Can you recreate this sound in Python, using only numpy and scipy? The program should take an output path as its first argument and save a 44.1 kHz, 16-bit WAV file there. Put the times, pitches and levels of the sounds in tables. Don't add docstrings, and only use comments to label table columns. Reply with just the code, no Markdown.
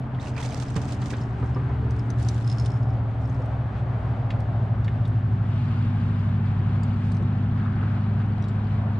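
import sys
import numpy as np
from scipy import signal
from scipy.fft import rfft, irfft, next_fast_len
from scipy.io import wavfile
from scipy.ndimage import uniform_filter1d, map_coordinates

SR = 44100
rng = np.random.default_rng(int(sys.argv[2]) if len(sys.argv) > 2 else 0)


def master_out(mix):
    frames = np.transpose(np.atleast_2d(mix))
    ceiling = np.clip(frames, -1, 1)
    pcm = np.round(ceiling * 32767).astype(np.int16)
    wavfile.write(sys.argv[1], SR, pcm)


N = 396459
TIME = np.arange(N) / SR
SHORT = TIME[:SR // 4]
SWING_S = 5.42

# time in seconds, lead at the left mic in seconds.
DRIFT = [(0, -3e-5), (3.5, 0), (6.2, 1.1e-4), (9, 6e-5)]
# frequency in Hz, gain in dB.
SPRAY_COLOUR = [(500, 5), (1200, -6), (2500, -4), (4000, -4), (6000, -4.5), (8500, -8), (10500, -22),
                (14500, -29.5)]
# frequency in Hz, gain in dB.
CLICK_COLOUR = [(800, 0), (2000, 3), (3300, 6), (5000, 1), (7000, -5), (9300, -6), (11000, -20),
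                (14500, -28)]


def engine(smear=2.4, waver_db=2.5, depth_db=25, blur=0.99):
    # time in seconds, firing rate in Hz.
    firing_rate = [(0, 121.1), (1.5, 117), (2.5, 114.6), (3.5, 111.4), (5, 103.8), (5.7, 102.1),
                   (6.5, 100.7), (7.5, 101.4), (9, 103.9)]
    # time in seconds, level in dB.
    tone_levels = [(0, -38), (1.1, -30.5), (2.6, -23), (3.7, -29.5), (4.5, -26), (6.2, -24), (9, -25)]
    # time in seconds, base level in dB.
    comb_levels = [(0, -36), (1.8, -34), (4, -39.5), (6, -27), (7.6, -27), (9, -35)]
    # multiple of the two-turn cycle, gain in dB at high pitch and at low pitch.
    exhaust_orders = [(4, -16.5, -18.5), (6, -13.5, -24.5), (7, -14.5, -29.5), (10, -16, -18.5),
                      (11, -16.5, -9), (12, -25.5, -9.5), (13, -17.5, -10.5), (14, -14.5, -14),
                      (15, -10, -29), (17, -16, -12.5), (18, -13, -15), (19, -15, -12.5), (20, -15.5, -17),
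                      (24, -22.5, -27.5), (27, -30.5, -28.5), (30, -21, -39.5)]
    # multiple, peak time in seconds, dB, rise and fall in dB a second.
    swelling_orders = [(5, 2.5, -34, 10.5, 1.8), (9, 5.16, -26.5, 5, 8), (16, 8.1, -34, 4.5, 1.5),
                       (31, 1.86, -45.5, 60, 59), (20, 2.09, -46, 26, 29), (19, 3.3, -44, 31, 31)]
    hz, lead_s = curve(firing_rate), curve(DRIFT)
    tone_db, comb_db = curve(tone_levels), curve(comb_levels)
    lowness = np.clip((116.5 - hz) / 12, 0, 1)
    unsteady = walk(9)
    cycle = 2 * np.pi * np.cumsum(hz) / SR / 8
    cycle = cycle + np.array([[1], [-1]]) * np.pi * hz / 8 * lead_s

    def order(k, db):
        wander = blur * np.clip((k - 16) / 5, 0, 1) * unsteady
        return np.sqrt(2) * undb(db) * np.cos(k * cycle - smear * (k - 8) ** 2 + wander)

    out = order(8, tone_db)
    for k, s, db, rise, fall in swelling_orders:
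        below_peak_db = np.maximum(rise * (s - TIME), fall * (TIME - s))
        out += order(round(k), db - np.minimum(below_peak_db, depth_db))
    for k, high_db, low_db in exhaust_orders:
        pattern_db = high_db + (low_db - high_db) * lowness
        out += order(round(k), comb_db + pattern_db + waver_db * walk(4))
    return out


def motor(hum_hz=128, waver_hz=1.196, hum_db=-33, third_db=-55, flutter_db=1.5, hull_hz=74, hull_db=-45):
    phase = 2 * np.pi * np.cumsum(hum_hz + waver_hz * walk(3)) / SR
    load_db = np.interp(TIME, [0, 1.8, 4], [-3, 5, -4])
    hum = undb(hum_db + flutter_db * walk(6.1)) * np.cos(phase)
    third = undb(third_db + load_db + flutter_db * walk(9.8)) * np.cos(3 * phase + walk(11))
    drone = undb(hull_db + 2.9 * load_db) * np.cos(2 * np.pi * hull_hz * TIME + walk(2.3))
    return np.sqrt(2) * (hum + third + drone)


def splash(mist_db=-2, spatter_db=-5, hit_db=-1, body_db=-7.5):
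    # start in seconds, relative level in dB, body gain in dB.
    slaps_and_drops = [(0.197, -50, -20), (0.226, -39, 3), (0.2477, -42, -7), (0.269, -41.5, 2),
                       (0.283, -41.5, -12), (0.29, -42, -12), (0.364, -41, 8.5), (0.378, -34, 2),
                       (0.399, -37, 4), (0.4338, -34.5, -10), (0.449, -33, -16), (0.598, -31, -14),
                       (0.622, -34, -10), (0.699, -41, -7), (0.754, -35, -8), (0.761, -33, 1),
                       (0.7627, -29, -4), (0.815, -33, -14), (0.885, -36, -18), (0.921, -30, -25),
                       (0.93, -37, -20), (0.944, -41, -20), (1.015, -36.5, 2.5), (1.057, -33, -20),
                       (1.069, -44.5, -3), (1.08, -40.5, -13), (1.1022, -32, -17), (1.133, -43.5, 11.5)]
    # start in seconds, starting pitch in Hz, level in dB, t60 in seconds.
    air_pockets = [(0.188, 1860, -37.5, .025), (0.199, 3540, -41, 0.032), (0.271, 2580, -35.5, 0.016),
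                   (0.356, 2320, -41, 0.022), (0.364, 4500, -41.5, 0.012), (0.378, 2350, -31.5, 0.024),
                   (0.764, 1050, -29.5, 0.021), (1.132, 1540, -33, .03), (1.138, 2290, -40.5, 0.025),
                   (1.14, 3450, -44.5, 0.02)]
    spray = spray_level()
    mist = unit(colour(grains(600, 2.2, 0.016, 0.3), SPRAY_COLOUR))
    fizz = bubbles(spray, 300, 1700, 7000, spread_db=2.8, cycles=36)
    spatter = unit(colour(grains(70, 3, .006, .6), SPRAY_COLOUR))
    out = spray * (mist * undb(mist_db) + spatter * undb(spatter_db)) + fizz
    hits, bodies = np.zeros((2, 2, N))
    entry = onset(.002)
    for s, db, gain_db in slaps_and_drops:
        add(hits, s, undb(db + hit_db) * entry * burst(0.023, -13.5, 0.15, 0.4))
        add(bodies, s, undb(db + gain_db + body_db) * entry * burst(0.11, -15.5, 0.062, 0.7))
    out += 2 * colour(hits, SPRAY_COLOUR)
    out += 2 * colour(bodies, [(250, -5), (900, 10.5), (2000, 3), (4000, -4.5)])
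    for s, hz, db, t60 in air_pockets:
        climb = 1 + 0.27 * SHORT / t60
        add(out, s, undb(db) * fade(t60) * np.sin(2 * np.pi * hz * SHORT * climb)[None])
    return lead(out, -0.000017) * pan(-4)


def spray_level(rise_s=0.022, t60=0.11):
    # start in seconds, length in seconds, relative level in dB.
    thrashes = [(0.193, 0.026, -52.5), (0.23, 0.054, -50.5), (0.385, 0.087, -45.5), (0.476, 0.1, -49.5),
                (0.597, 0.028, -47), (0.644, 0.059, -54), (0.76, 0.14, -57.5), (0.866, 0.043, -52),
                (1.011, 0.054, -54), (1.09, 0.019, -44), (1.15, 0.071, -56.5), (1.414, 0.087, -65)]
    fall_s = t60 / np.log(1000)
    power = sum((undb(db) * gesture(s, length_s, rise_s, fall_s)) ** 2 for s, length_s, db in thrashes)
    run_off = undb(-58.5) * gesture(0.14, length_s=0.8, attack_s=0.27, release_s=0.33)
    return np.sqrt(power + run_off ** 2)


def droplets(tick_db=-6, ping_db=-3):
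    spray = spray_level()
    ticks = bubbles(spray * undb(tick_db), 260, 4500, 9700, spread_db=3, cycles=30)
    pings = bubbles(spray * undb(ping_db), 90, 2600, 6000, spread_db=4, cycles=50)
    return ticks + pings


def flaps(skin_db=-3, rebound_s=0.011, rebound_db=-5):
    # start in seconds, smack level in dB, thud pitch in Hz, thud level in dB.
    body_flaps = [(0.758, -35, 455, -26), (1.117, -46, 407, -26.5), (1.422, -32, 392, -25.5),
                  (1.558, -30.5, 394, -24), (1.69, -36.5, 384, -33.5)]
    # frequency in Hz, gain in dB, t60 in seconds.
    smack_modes = [(807, -7, 0.051), (985, 0, 0.059), (1225, -4, 0.097), (1543, -12.5, .05),
                   (1790, -13, 0.051)]
    # multiple of its pitch, gain in dB, t60 in seconds.
    thud_ratios = [(.68, 3.5, 0.065), (1, -0.5, 0.11), (1.25, -3.5, 0.09)]
    out = np.zeros((2, N))
    swish = fade(0.1) * onset(0.0077)
    for s, smack_db, hz, thud_db in body_flaps:
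        add(out, s, undb(smack_db + skin_db) * swish * noise(hump(950, 15), 0.59, len(SHORT)))
        for delay, drop_db in [(0, 0), (rebound_s, rebound_db)]:
            add(out, s + delay, undb(smack_db + drop_db) * ring(smack_modes, .03, 1.5, .004))
        thud_modes = [(k * hz, db, t60) for k, db, t60 in thud_ratios]
        add(out, s, undb(thud_db) * ring(thud_modes, .03, 1, .01))
    return out


def lure(ring_db=-4, tick_db=-5, bounce_db=-15, loss_db=3, bounce_s=0.0065, contact_s=.0002):
    # start in seconds, relative level in dB.
    strikes = [(1.166, -56), (1.2037, -54), (1.2127, -44), (1.2236, -46), (1.236, -54), (1.251, -54),
               (1.4756, -58), (1.546, -48), (1.907, -51), (1.993, -44), (2.4448, -45), (2.468, -48),
               (2.4755, -35), (2.4988, -32), (2.5147, -36), (2.5254, -37), (2.583, -35), (2.598, -34.5),
               (2.609, -46), (2.6228, -46), (2.6488, -43), (2.66, -40), (2.6842, -54), (2.7028, -45),
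               (2.7172, -43.5), (2.738, -50), (2.7606, -55), (2.773, -54), (2.83, -50), (2.8883, -61),
               (2.9035, -54), (2.9342, -58), (3.2415, -56), (3.254, -51), (3.3463, -56), (3.4205, -52)]
    # frequency in Hz, gain in dB, t60 in seconds.
    shell_modes = [(3250, -17, .01), (4470, -8, 0.024), (5080, -11, .022), (5210, -2.5, .033),
                   (5280, -5.5, .026), (5450, -9, .02), (6000, -10, .01), (6600, -11, 0.03),
                   (6930, -14, .011), (8300, -15, .009), (9220, -15.5, 0.015)]
    out, ticks = np.zeros((2, 2, N))
    for s, db in strikes:
        delays = np.cumsum(bounce_s * (.5 + rng.random(size=3)))
        bounces = [(delay, bounce_db - loss_db * k) for k, delay in enumerate(delays)]
        for delay, drop_db in [(0.0012, 0.0049)] + bounces:
            add(out, s + delay, undb(db + drop_db + ring_db) * ring(shell_modes, .011, 2.5, contact_s))
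        add(ticks, s, undb(db + tick_db) * burst(0.0087, -13.5, 0.038, .4))
    rolling = undb(-65) * gesture(2.46, length_s=.2, attack_s=.02, release_s=.085)
    damped = ring([(hz, db, t60 / 2) for hz, db, t60 in shell_modes], 0, 0, contact_s)
    chatter = unit(signal.fftconvolve(grains(260, 1.3, .004, .6), damped, axes=1)[:, :N])
    return (out + rolling * chatter + colour(ticks, CLICK_COLOUR)) * pan(-2.5)


def tackle(contact_s=0.00077, knock_db=-1, knock_db_per_octave=11, scrape_db=-7):
    # start in seconds, relative level in dB, centre in Hz, t60 in seconds.
    reel_clicks = [(1.9075, -42, 5500, .012), (1.916, -51, 5500, .015), (1.962, -53, 6500, .025),
                   (1.988, -51, 8000, .015), (2.102, -35, 6000, .016), (2.198, -47, 8000, .015),
                   (2.226, -38, 6500, .02), (2.247, -45, 6500, .02), (2.286, -28.5, 6500, .021),
                   (2.344, -45, 6500, .025), (2.659, -35, 6000, .02), (3.274, -55, 8000, .02),
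                   (3.296, -53, 6500, .03), (3.457, -52, 9000, .02), (4.403, -49, 7000, .025),
                   (5.076, -49, 8000, .025), (6.832, -44.5, 7000, .03), (7.118, -46, 6000, .03),
                   (7.146, -52, 6000, .025), (7.168, -52, 6000, .025), (7.226, -55, 6500, .02),
                   (8.423, -50, 5500, .025), (8.483, -48, 5200, .035)]
    # start in seconds, relative level in dB, centre in Hz.
    rod_knocks = [(0.146, -50, 2940), (4.304, -30.5, 2220), (4.844, -45.5, 4500), (4.879, -33.5, 1750),
                  (5.052, -44.5, 3450), (5.65, -52, 3780), (8.439, -46, 3700)]
    # frequency in Hz, gain in dB, t60 in seconds.
    rod_modes = [(1775, 0.5, 0.037), (2120, -1, .03), (2820, 0, 0.038), (3390, 2, 0.036), (3730, 0.5, .035),
                 (4450, -8, 0.062), (5300, -8, .025), (6900, -7, 0.033)]
    clicks, knocks = np.zeros((2, 2, N))
    contact = onset(contact_s)
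    for s, db, hz, t60 in reel_clicks:
        shape = contact * (fade(t60) + undb(-11) * fade(3 * t60))
        snap = pair(0.67, len(SHORT))
        part_colour = patchy(hump(hz, 10), spread_db=5)
        add(clicks, s, undb(db) * shape * unit(colour(snap, part_colour)))
    for s, db, centre_hz in rod_knocks:
        modes = [(hz, mode_db - knock_db_per_octave * abs(np.log2(hz / centre_hz)), t60)
                 for hz, mode_db, t60 in rod_modes]
        scrape = contact * fade(0.076) * noise(hump(centre_hz, 16.3), 0.99, len(SHORT))
        add(knocks, s, undb(db + knock_db) * ring(modes, 0.019, 1, contact_s))
        add(knocks, s, undb(db + knock_db + scrape_db) * scrape)
    return (colour(clicks, CLICK_COLOUR) + knocks) * pan(-.5)


def jacket(attack_s=0.025, release_s=0.06):
    # start in seconds, length in seconds, relative level in dB.
    arm_moves = [(1.881, 0.32, -66.5), (2.171, 0.24, -53.5), (2.457, 0.21, -57), (2.685, 0.22, -69.5),
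                 (3.186, 0.23, -64.5), (6.702, .3, -70.5), (7.02, 0.14, -64.5)]
    # frequency in Hz, gain in dB.
    cloth_colour = [(1500, -3), (3500, 0.5), (6000, -4.5), (9000, -9), (11000, -21), (14000, -27.5)]
    effort = sum(undb(db) * gesture(s, length_s, attack_s, release_s) for s, length_s, db in arm_moves)
    sleeves = grains(1300, 1.6, 0.0079, 0.2) * effort
    handling = grains(90, 2.2, .008, .1) * undb(-76) * np.interp(TIME, [4.9, 5.5], [.4, 1])
    return 2 * colour(sleeves + handling, cloth_colour)


def hull():
    # start in seconds, level in dB, centre in Hz.
    slops = [(3.347, -46, 650), (3.394, -35, 520), (4.138, -49, 670), (7.2, -33.5, 359), (7.572, -43, 1500),
             (8.2, -41, 1300), (7.655, -40.5, 1200), (7.825, -37, 330), (7.829, -42.5, 1260)]
    # start in seconds, pitch in Hz, level in dB, t60 in seconds.
    thumps = [(0.762, 167.6, -15.5, 0.07), (0.774, 114, -26.5, 0.56), (1.434, 111, -22.5, 0.11)]
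    out = np.zeros((2, N))
    shape = fade(0.18) * onset(0.001)
    for s, db, hz in slops:
        add(out, s, undb(db) * shape * noise(hump(hz, 19), 0.95, len(SHORT)))
    for s, hz, db, t60 in thumps:
        add(out, s, undb(db) * fade(t60) * np.sin(2 * np.pi * hz * SHORT) * pan(-4.5))
    return out


def wavelet(foam_db=-47, bubble_db=-54):
    # frequency in Hz, gain in dB.
    foam_colour = [(700, -18.5), (1050, -6.5), (1300, 2), (1700, -2), (2000, -13), (3000, -26)]
    flow = gesture(7.55, length_s=0.4, attack_s=0.079, release_s=.08)
    foam = undb(foam_db) * unit(colour(grains(300, 1.5, .04, .4), foam_colour))
    crowd = bubbles(flow * undb(bubble_db), 130, 1050, 1800, spread_db=3, cycles=24)
    return (flow * foam + crowd) * pan(2)


def trickles(trickle_db=-58):
    flow = gesture(SWING_S, length_s=3, attack_s=.1, release_s=.4)
    return bubbles(flow * undb(trickle_db), 30, 1100, 3400, spread_db=4.5, cycles=40)


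def lake(ripple_db=-49, wash_db=1, hiss_db=-12, swing_db=2, surge_db=3, gurgle_db=-59):
    # peak time in seconds, relative level in dB, half length in seconds.
    waves = [(1.4, -49.5, 1), (4.0, -50, 0.91), (5.75, -50.5, 0.37), (6.593, -48, 1), (7.778, -51, 0.43),
             (8.701, -49.5, 1)]
    # frequency in Hz, gain in dB.
    wash_colour = [(500, -10), (850, -0.5), (1100, 0.5), (1600, -2.5), (2100, -11), (3000, -23)]
    hiss_colour = [(1200, -6), (2200, 7), (3100, 4), (4500, -5), (6000, -14), (8500, -18.5), (10500, -34.5),
                   (14000, -47.5)]
    waves_db = swells(ripple_db, waves)
    swing = np.clip((TIME - SWING_S) / .2 + .5, 0, 1)
    fizz_db = waves_db + hiss_db + swing_db * swing + surge_db * gesture(SWING_S, 0.31, 0.18, .3)
    wash = lead(noise(wash_colour, 0.37), curve(DRIFT) / 2) * undb(waves_db + wash_db + 0.6 * walk(14))
    hiss = lead(noise(hiss_colour, 0.58), 0.000068 * swing) * undb(fizz_db + walk(16))
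    gurgle = bubbles(undb(gurgle_db - 18 * (1 - swing)), 110, 2400, 4800, spread_db=2.2, cycles=55)
    return (wash + hiss) * pan(3.8) + gurgle


def bridge(traffic_db=-46):
    # peak time in seconds, level in dB, half length in seconds.
    vehicles = [(0.303, -45.5, 0.91), (2.994, -45, 0.55), (4.155, -41.5, 0.57), (8.802, -45.5, 0.2)]
    # frequency in Hz, gain in dB.
    tyre_colour = [(300, -19), (400, -7.5), (490, -4.5), (620, 0.5), (760, -0.5), (950, -8), (1300, -16),
                   (2000, -30.5)]
    traffic_colour = [(300, -14), (390, -8.5), (480, -11.5), (560, -4), (650, -3), (760, 0), (950, -8),
                      (1300, -14.5), (2000, -26.5)]
    passing = noise(tyre_colour, 0.86) * undb(swells(-60.5, vehicles))
    steady = noise(traffic_colour, 0.65) * undb(traffic_db)
    return lead(passing + steady, curve(DRIFT)) * undb(1.1 * walk(12)) * pan(0.73)


def rumble(base_db=-35):
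    # frequency in Hz, gain in dB.
    rumble_colour = [(20, -20.5), (45, -9.5), (70, 0.5), (105, 0), (170, -5), (260, -13), (330, -17.5),
                     (385, -16), (470, -23.5), (700, -34.5)]
    trend_db = np.interp(TIME, [0, 1.8, 3.7, 4.8, 6.5, 9], [-1, 2, 2, 2.5, 1, 3])
    return noise(rumble_colour, 1) * undb(base_db + trend_db + 0.5 * walk(2.7))


def breeze(wind_db=-48, gust_db=2):
    buffeting = noise([(20, 0), (50, -0.5), (100, -3.5), (200, -22.5)], likeness=0)
    return buffeting * undb(wind_db + gust_db * walk(0.79))


def bubbles(strength, per_s, low_hz, high_hz, spread_db, cycles):
    out = np.zeros((2, N))
    for when, pitch, loud, side in rng.random((int(per_s * N / SR), 4)):
        hz = low_hz * (high_hz / low_hz) ** pitch
        t60 = cycles / hz
        t = TIME[:int(t60 * SR) + 2]
        ping = np.exp(-np.log(1000) * t / t60) * np.sin(2 * np.pi * hz * t * (1 + 0.047 * t / t60))
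        gain = strength[int(when * N)] * undb(-spread_db * np.log(max(loud, .03)))
        add(out, when * N / SR, gain * ping * pan(12 * (side - .5)))
    return out


def ring(modes, detune, scatter_db, rise_s):
    hz, db, t60 = np.transpose(modes)
    t = TIME[:int(t60.max() * SR)]
    shift, weight, lag = rng.standard_normal((3, len(hz), 1))
    phase = 2 * np.pi * hz[:, None] * (1 + detune * shift) * t
    gains = undb(db[:, None] + scatter_db * weight)
    shapes = gains * np.exp(-np.log(1000) * t / t60[:, None]) * (1 - np.exp(-t / rise_s))
    return np.array([(shapes * np.sin(phase + side * 0.14 * lag)).sum(0) for side in (1, -1)])


def grains(per_s, spread_db, t60, likeness):
    sizes = (rng.random(N) < per_s / SR) * undb(spread_db * np.minimum(rng.exponential(size=N), 4))
    power = signal.fftconvolve(sizes ** 2, fade(t60) ** 2)[:N]
    return unit(np.sqrt(np.abs(power)) * pair(likeness))


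def burst(t60, tail_db, tail_t60, likeness):
    shape = fade(t60) + undb(tail_db) * fade(tail_t60)
    return shape * pair(likeness, len(shape))


def noise(points, likeness, n=N):
    return unit(colour(pair(likeness, n), points))


def pair(likeness, n=N):
    mid, side = rng.standard_normal((2, n))
    c = np.clip(likeness, -.99, .99)
    return np.sqrt((1 + c) / 2) * mid + np.sqrt((1 - c) / 2) * np.array([side, -side])


def colour(x, points):
    hz, db = np.transpose(points)
    n = x.shape[-1]
    size = next_fast_len(n)
    f = np.maximum(np.arange(size // 2 + 1) * SR / size, 1)
    octaves_outside = np.maximum(np.log2(f / hz[-1]), np.log2(hz[0] / f)).clip(0)
    gain = undb(np.interp(np.log(f), np.log(hz), db) - 24 * octaves_outside)
    return irfft(rfft(x, size) * gain, size)[..., :n]


def hump(hz, db_per_octave):
    return [(hz * 2. ** octave, -db_per_octave * abs(octave)) for octave in (-2, 0, 2)]


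def patchy(points, spread_db):
    hz, db = np.transpose(points)
    grid = np.geomspace(hz[0], hz[-1], 40)
    smooth_db = np.interp(np.log(grid), np.log(hz), db)
    return np.transpose([grid, smooth_db + spread_db * rng.standard_normal(len(grid))])


def swells(steady_db, events):
    power = sum(undb(db) ** 2 * np.exp(-((TIME - s) / half_s) ** 2) for s, db, half_s in events)
    return 10 * np.log10(undb(steady_db) ** 2 + power)


def gesture(s, length_s, attack_s, release_s):
    return np.clip((TIME - s) / attack_s, 0, 1) * np.exp(-np.maximum(TIME - s - length_s, 0) / release_s)


def onset(rise_s):
    return 1 - np.exp(-SHORT / rise_s)


def fade(t60):
    return np.exp(-np.log(1000) * SHORT / max(t60, 1e-3))


def walk(per_s):
    k = int(SR / per_s)
    return unit(uniform_filter1d(np.repeat(rng.standard_normal(N // k + 1), k), k)[:N])


def curve(points):
    return np.interp(TIME, *np.transpose(points))


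def lead(channels, lead_s):
    return np.array([map_coordinates(channel, [(TIME + side * lead_s / 2) * SR], mode="mirror")
                     for channel, side in zip(channels, (1, -1))])


def pan(db):
    return undb(np.array([[db], [-db]]) / 2)


def add(out, s, sound):
    i = max(int(s * SR), 0)
    out[:, i:i + sound.shape[1]] += sound[:, :N - i]


def undb(db):
    return 10 ** (np.asarray(db) / 20)


def unit(x):
    return x / np.sqrt(np.mean(x ** 2))


def scene():
    drones = engine() + motor()
    background = rumble() + breeze() + bridge()
    water = lake() + hull() + wavelet() + trickles()
    catch = splash() + droplets() + flaps() + lure() + tackle() + jacket()
    return drones + background + water + catch


def record(dry, top_hz=15200):
    # frequency in Hz, left minus right in dB.
    stereo_balance = [(10, 2), (500, -0.76), (1100, -0.5), (2200, -1.4), (4500, 0), (6000, -3.5), (8000, 0),
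                      (14000, 5.5), (20000, -3.5)]
    leaning = np.array([colour(channel, [(hz, side * db / 2) for hz, db in stereo_balance])
                        for channel, side in zip(dry, (1, -1))])
    dulled = colour(leaning, [(10, 0), (10000, 0), (14000, -3), (20000, -12)])
    return signal.sosfilt(signal.ellip(8, .2, 70, top_hz, fs=SR, output="sos"), dulled)


dry = scene()
out = record(dry)
master_out(out)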